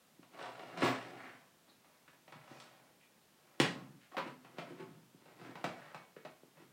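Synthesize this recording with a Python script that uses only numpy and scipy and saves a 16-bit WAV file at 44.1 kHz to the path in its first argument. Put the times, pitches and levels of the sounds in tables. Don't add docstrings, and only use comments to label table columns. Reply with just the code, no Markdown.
import sys
import numpy as np
from scipy import signal
from scipy.fft import rfft, irfft
from scipy.io import wavfile
from scipy.ndimage import uniform_filter1d

SR = 44100
rng = np.random.default_rng(int(sys.argv[2]) if len(sys.argv) > 2 else 0)


def wav_out(sig):
    wavfile.write(sys.argv[1], SR, np.round(np.clip(np.atleast_2d(sig).T, -1, 1) * 32767).astype(np.int16))


N = 296352

# start_s, level_db, sharpness_db (higher is brighter), pitch_hz
TAPE_SNAPS = [(0.229, -53.5, -21, 810), (0.594, -43, -22, 680), (0.774, -35, -11.5, 686),
              (0.826, -26, -27, 1060), (0.842, -30.5, -5.5, 770), (0.861, -32.5, -22, 1010),
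              (1.846, -57, -26, 695), (2.079, -51, -18, 1620), (2.134, -56, -10, 790),
              (2.279, -48, -21, 715), (2.323, -43.5, -19, 980), (2.601, -50.5, 5.5, 1140),
              (3.6, -17, -5, 3080), (3.646, -28.5, -28, 1800), (4.168, -29.5, -31, 1040),
              (4.18, -30, -23, 980), (4.447, -48.5, -23, 784), (4.584, -35, -22, 636),
              (5.555, -39.5, -19, 765), (5.642, -27, -14, 640), (5.946, -38, -15, 930),
              (6.165, -49.5, -21, 1720), (6.25, -40.5, -24, 770)]
# pitch_hz, level_db
CRACKLE_TONE = [(1200, -37.5), (2800, 7), (4000, 6.5), (5200, 2), (6500, -5.5), (8300, -4.5),
                (11000, -18.5), (15000, -40)]


def from_db(db):
    return 10 ** (np.asarray(db) / 20)


def rms_one(x):
    return x / np.sqrt(np.mean(x ** 2) + 1e-20)


def unit_energy(x):
    return x / np.sqrt(np.sum(x ** 2) + 1e-20)


def at_hz(points, hz):
    known_hz, values = np.transpose(points)
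    return np.interp(np.log(np.maximum(hz, 1)), np.log(known_hz), values)


def add(track, start_s, sound):
    start = int(round(start_s * SR))
    track[start:start + len(sound)] += sound[:N - start]


def colour(x, tone, size=4096):
    gains = from_db(at_hz(tone, np.fft.rfftfreq(size, 1 / SR)))
    cepstrum = irfft(np.log(gains))
    cepstrum[1:size // 2] *= 2
    cepstrum[size // 2 + 1:] = 0
    response = irfft(np.exp(rfft(cepstrum)))
    return signal.fftconvolve(x, response)[:len(x)]


def resonate(x, hz, width_hz):
    r = np.exp(-np.pi * width_hz / SR)
    feedback = [1, -2 * r * np.cos(2 * np.pi * hz / SR), r * r]
    return (1 - r * r) / 2 * signal.lfilter([1, 0, -1], feedback, x + 1e-18)


def arch(length_s):
    return np.abs(np.sin(np.linspace(0, np.pi, int(length_s * SR))))


def drift(per_s):
    knots = rng.standard_normal(int(N / SR * per_s) + 2)
    return rms_one(np.interp(np.arange(N) / SR * per_s, np.arange(len(knots)), knots))


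def slips(per_s, spread_db, clump_db):
    slipping = rng.random(N) < per_s / SR
    sizes_db = spread_db * np.clip(rng.standard_normal(N), -2, 2) + clump_db * drift(per_s=140)
    clicks = slipping * from_db(sizes_db) * rng.choice([-1, 1], N)
    local_power = np.abs(uniform_filter1d(clicks ** 2, size=1500))
    return clicks / np.sqrt(local_power + 1e-6)


def hush(level_db=-68.5):
    # pitch_hz, level_db
    hush_tone = [(18, -67), (30, -32), (53, -23), (95, -16.5), (152, -6), (187, -6), (467, -12.5),
                 (532, -12), (1140, -14.5), (1970, -18), (3400, -19), (4540, -21), (15500, -26)]
    return from_db(level_db) * rms_one(colour(rng.standard_normal(N), hush_tone))


def reflections(build_s=0.002, size=32768):
    # pitch_hz, fade_s
    fade_times = [(125, 0.49), (350, 0.37), (1000, 0.33), (3000, 0.31), (8000, 0.3), (15000, 0.19)]
    t, hz = np.arange(size) / SR, np.fft.rfftfreq(size, 1 / SR)
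    noise_spectrum, tail = rfft(rng.standard_normal(size)), 0
    edges_hz = np.r_[0, np.geomspace(150, SR / 2, num=16)]
    for low, high in zip(edges_hz, edges_hz[1:]):
        fade_s = at_hz(fade_times, (low + high) / 2)
        band = irfft(noise_spectrum * ((hz >= low) & (hz < high)))
        envelope = from_db(-60 * t / fade_s) * (1 - np.exp(-t / build_s))
        energy = (high - low) * fade_s
        tail = tail + np.sqrt(energy) * unit_energy(band * envelope)
    return unit_energy(tail)


def room(x, patterns=8):
    out, hop = np.zeros(N), N // (patterns - 1) + 1
    for k in range(patterns):
        span = np.arange(max(0, (k - 1) * hop), min(N, (k + 1) * hop))
        blend = np.cos(np.pi / 2 * (span / hop - k))
        add(out, span[0] / SR, signal.fftconvolve(x[span] * blend, reflections()))
    return out


def ring_along(x, gain_db=-3):
    # pitch_hz, width_hz, level_db (relative to the plain sound)
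    resonances = [(126.7, 12, -2), (173, 10.2, -1), (256.3, 13.5, 4.5), (345, 32, -2), (630, 44, -19),
                  (718, 53, -8), (827, 2.1, -23), (1010, 28, 1), (1109, 69, -3), (1274, 24, 0),
                  (2230, 7, 4), (2890, 7.2, -11.5)]
    ringing = sum(from_db(db) * resonate(x, hz, width_hz) for hz, width_hz, db in resonances)
    return from_db(gain_db) * (x + ringing)


def scrapes():
    # start_s, length_s, level_db, pitch_hz, width_hz
    strokes = [(0.328, .2, -53.5, 650, 400), (0.498, 0.28, -58.5, 697, 170),
               (0.808, 0.13, -64, 14200, 2200), (1.113, 0.26, -58, 1610, 615),
               (1.674, 0.042, -68, 4000, 400), (2.428, .24, -72, 4050, 3760),
               (2.988, .08, -70.5, 2370, 900), (3.592, 0.046, -48, 3030, 2200),
               (3.74, 0.087, -57, 750, 575), (3.99, 0.086, -68.5, 1740, 1480),
               (4.778, 0.051, -57, 970, 666), (4.783, 0.051, -67, 2180, 300),
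               (5.437, 0.053, -60, 1550, 1180), (5.712, 0.24, -63.5, 1680, 600)]
    out, friction = np.zeros(N), slips(per_s=2000, spread_db=3.5, clump_db=3.5)
    for start_s, length_s, level_db, hz, width_hz in strokes:
        swell = arch(length_s)
        clicks = friction[int(start_s * SR):][:len(swell)]
        rub = resonate(resonate(clicks, hz, width_hz), hz, 2 * width_hz)
        add(out, start_s, from_db(level_db) * swell * rms_one(rub))
    return out


def swing(hz, cycles, size=2048):
    turns = hz * np.arange(size) / SR
    return np.sin(2 * np.pi * turns) * np.exp(-(turns / cycles) ** 2)


def flutters(flutter_hz=210, fade_db=-18, jitter_s=0.00222, uneven_db=2.5):
    # start_s, end_s, level_db, pulses_per_s
    runs = [(1.061, 1.27, -50, 56), (3.757, 3.99, -37, 60), (4.869, 5.112, -43.5, 48)]
    out = np.zeros(N)
    for start_s, end_s, level_db, pulses_per_s in runs:
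        pulses = np.arange(start_s, end_s, 1 / pulses_per_s)
        for pulse_s, (late, hard) in zip(pulses, rng.standard_normal(size=(40, 2))):
            progress = (pulse_s - start_s) / (end_s - start_s)
            pulse_db = level_db + fade_db * progress + uneven_db * hard
            add(out, pulse_s + jitter_s * late, from_db(pulse_db) * swing(flutter_hz, cycles=0.8))
    return out


def twangs(rise_s=0.00081, sag_per_s=0.63, size=8192):
    # start_s, level_db, pitch_hz, fade_s (time to fall by 60 dB)
    plucks = [(4.134, -44, 1120, 0.026), (4.145, -40, 740, 0.08), (4.178, -33, 542, .075),
              (4.195, -36.5, 1002, 0.17), (4.80, -51.5, 890, 0.22), (5.643, -34.5, 700, 0.091),
              (6.166, -36, 443, 0.021), (6.250, -39, 627, 0.072)]
    out, t = np.zeros(N), np.arange(size) / SR
    for start_s, level_db, hz, fade_s in plucks:
        envelope = from_db(level_db - 60 * t / fade_s) * (1 - np.exp(-t / rise_s))
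        turns = hz * t * (1 - sag_per_s * t / 2)
        add(out, start_s, envelope * np.sin(2 * np.pi * turns))
    return out


def thumps(gain_db=3):
    # start_s, level_db, pitch_hz
    knocks = [(0.193, -46.5, 252), (0.823, -25, 570), (0.833, -17.5, 297), (0.864, -33, 187),
              (2.356, -47, 169), (2.513, -44.5, 272), (3.601, -17.5, 360), (4.187, -48, 282),
              (4.264, -38.5, 280), (4.585, -33.5, 340), (5.146, -48, 235), (5.493, -40.5, 283),
              (5.644, -33.5, 310), (5.672, -35.5, 275), (6.434, -46.5, 396)]
    out = np.zeros(N)
    for start_s, level_db, hz in knocks:
        add(out, start_s, from_db(level_db + gain_db) * swing(hz, cycles=0.89))
    return out


def fibre_run(tear_s, size=4096):
    fade = np.exp(-np.arange(size) / SR / max(tear_s, 1e-4))
    spectrum = rfft(rng.laplace(size=size) * fade)
    even_noise = irfft(spectrum / (np.abs(spectrum) + 1e-12))
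    return unit_energy(even_noise * np.sqrt(fade))


def snaps(crack_db=19, patch_db=15, treble_db=19, tear_s=0.0058, doubling_db=25):
    # pitch_hz, level_db
    crack_tone = [(40, -11), (90, -17), (140, 5), (350, -0.5), (700, -1.5), (1100, -4.5), (1600, -3),
                  (2600, -3), (4000, -9), (8000, -33)]
    out = np.zeros(N)
    for start_s, level_db, sharpness_db, hz in TAPE_SNAPS:
        tear = fibre_run(tear_s * 2 ** (-sharpness_db / doubling_db))
        tear[0] += 0.71 * from_db(0.4 * sharpness_db)
        crack = unit_energy(colour(tear, crack_tone))
        patch = from_db(patch_db) * unit_energy(resonate(crack, hz, width_hz=0.35 * hz))
        treble = from_db(treble_db + sharpness_db) * unit_energy(colour(tear, CRACKLE_TONE))
        add(out, start_s, from_db(level_db) * (from_db(crack_db) * crack + patch + treble))
    return out


def crackle_share_db(rasp_db, easy_pull_db=-52, easy_share_db=-11.5, growth=0.032):
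    return easy_share_db + growth * (rasp_db - easy_pull_db)


def pulls(run_on_db=-20.5, run_on_fade_s=0.25, run_on_rumble_db=-14, run_on_crackle_db=7.5):
    # time_s, rasp_db, rumble_db (relative to the rasp)
    peels = [
        [(0.31, -62.5, 2), (0.426, -43.5, -14.5), (0.518, -54.5, -12), (0.764, -53, 2), (0.83, -30.5, -7),
         (0.968, -47, -8), (1.118, -54, -1.5), (1.258, -55, -2), (1.476, -70.5, -16), (1.5, -78, 6)],
        [(2.35, -65, -8), (2.434, -62, -8), (2.49, -58, -13), (2.514, -57, -2), (2.602, -59, -9.5),
         (2.95, -73.5, -4.5)],
    ]
    # start_s, length_s, rasp_db, rumble_db (relative to the rasp)
    tugs = [(1.66, 0.062, -66, -1), (1.83, 0.17, -70.5, -7), (3.36, 0.64, -66.5, -5),
            (4.112, 0.045, -54.5, -8), (4.239, 0.077, -51, 0.5), (4.355, 0.66, -63, -3),
            (4.57, 0.052, -52, -3), (4.66, 0.075, -62, 9), (4.77, 0.067, -60, 11), (5.201, 0.16, -61.5, -2),
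            (5.362, 0.18, -53.5, 0), (5.546, 0.086, -58.5, -1), (5.675, 0.29, -57.5, -7),
            (5.974, 0.11, -68, -12), (6.549, 0.097, -61, 1.5)]
    for peel in peels:
        times_s, rasp_db, rumble_db = np.transpose(peel)
        t = np.arange(times_s[0], times_s[-1], 1 / SR)
        pull_db = np.interp(t, times_s, rasp_db)
        yield times_s[0], from_db(pull_db), np.interp(t, times_s, rumble_db), crackle_share_db(pull_db)
    for start_s, length_s, rasp_db, rumble_db in tugs:
        rounded_swell = arch(length_s) ** 0.62
        yield start_s, from_db(rasp_db) * rounded_swell, rumble_db, crackle_share_db(rasp_db)
    stopping_db = -60 * np.arange(SR) / SR / run_on_fade_s
    for start_s, level_db, sharpness_db, _ in TAPE_SNAPS:
        run_on = from_db(level_db + run_on_db + stopping_db)
        yield start_s, run_on, run_on_rumble_db, run_on_crackle_db + sharpness_db


def peeling(rasp_gain_db=-1.0, rumble_gain_db=-1.1, crackle_gain_db=-1.5):
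    # pitch_hz, level_db
    rasp_tone = [(200, -32), (420, 5), (700, 6), (1100, -1), (1800, -0.5), (2700, -8), (4000, -27),
                 (8000, -61)]
    # pitch_hz, level_db
    rumble_tone = [(40, -24), (80, -30.5), (120, 0), (200, -3.5), (330, 1.5), (480, 1.5), (900, -28.5),
                   (3000, -63)]
    rasp_curve, rumble_curve, crackle_curve = np.zeros((3, N))
    for start_s, pull, rumble_db, crackle_db in pulls():
        add(rasp_curve, start_s, pull)
        add(rumble_curve, start_s, pull * from_db(rumble_db))
        add(crackle_curve, start_s, pull * from_db(crackle_db))
    coarse = slips(per_s=2400, spread_db=4, clump_db=4)
    fine = coarse + slips(per_s=4000, spread_db=5, clump_db=6)
    rasp = from_db(rasp_gain_db) * rasp_curve * rms_one(colour(coarse, rasp_tone))
    rumble = from_db(rumble_gain_db) * rumble_curve * rms_one(colour(coarse, rumble_tone))
    crackle = from_db(crackle_gain_db) * crackle_curve * rms_one(colour(fine, CRACKLE_TONE))
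    return rasp + rumble + crackle


def scene(tape_direct_db=-2, tape_room_db=-2.0, accent_direct_db=-1, accent_room_db=-6):
    tape = ring_along(peeling() + snaps()) + scrapes()
    accents = ring_along(thumps()) + flutters() + twangs()
    direct = from_db(tape_direct_db) * tape + from_db(accent_direct_db) * accents
    reflected = room(from_db(tape_room_db) * tape + from_db(accent_room_db) * accents)
    return (direct + reflected)[None]


def record(dry, bass_cut_hz=116, bass_leak_db=-25, treble_cut_hz=15950):
    bass_cut = signal.butter(8, bass_cut_hz, "high", fs=SR, output="sos")
    treble_cut = signal.ellip(12, .1, 80, treble_cut_hz, fs=SR, output="sos")
    thin = signal.sosfilt(bass_cut, dry) + from_db(bass_leak_db) * dry
    return signal.sosfilt(treble_cut, thin + hush())


dry = scene()
out = record(dry)
wav_out(out)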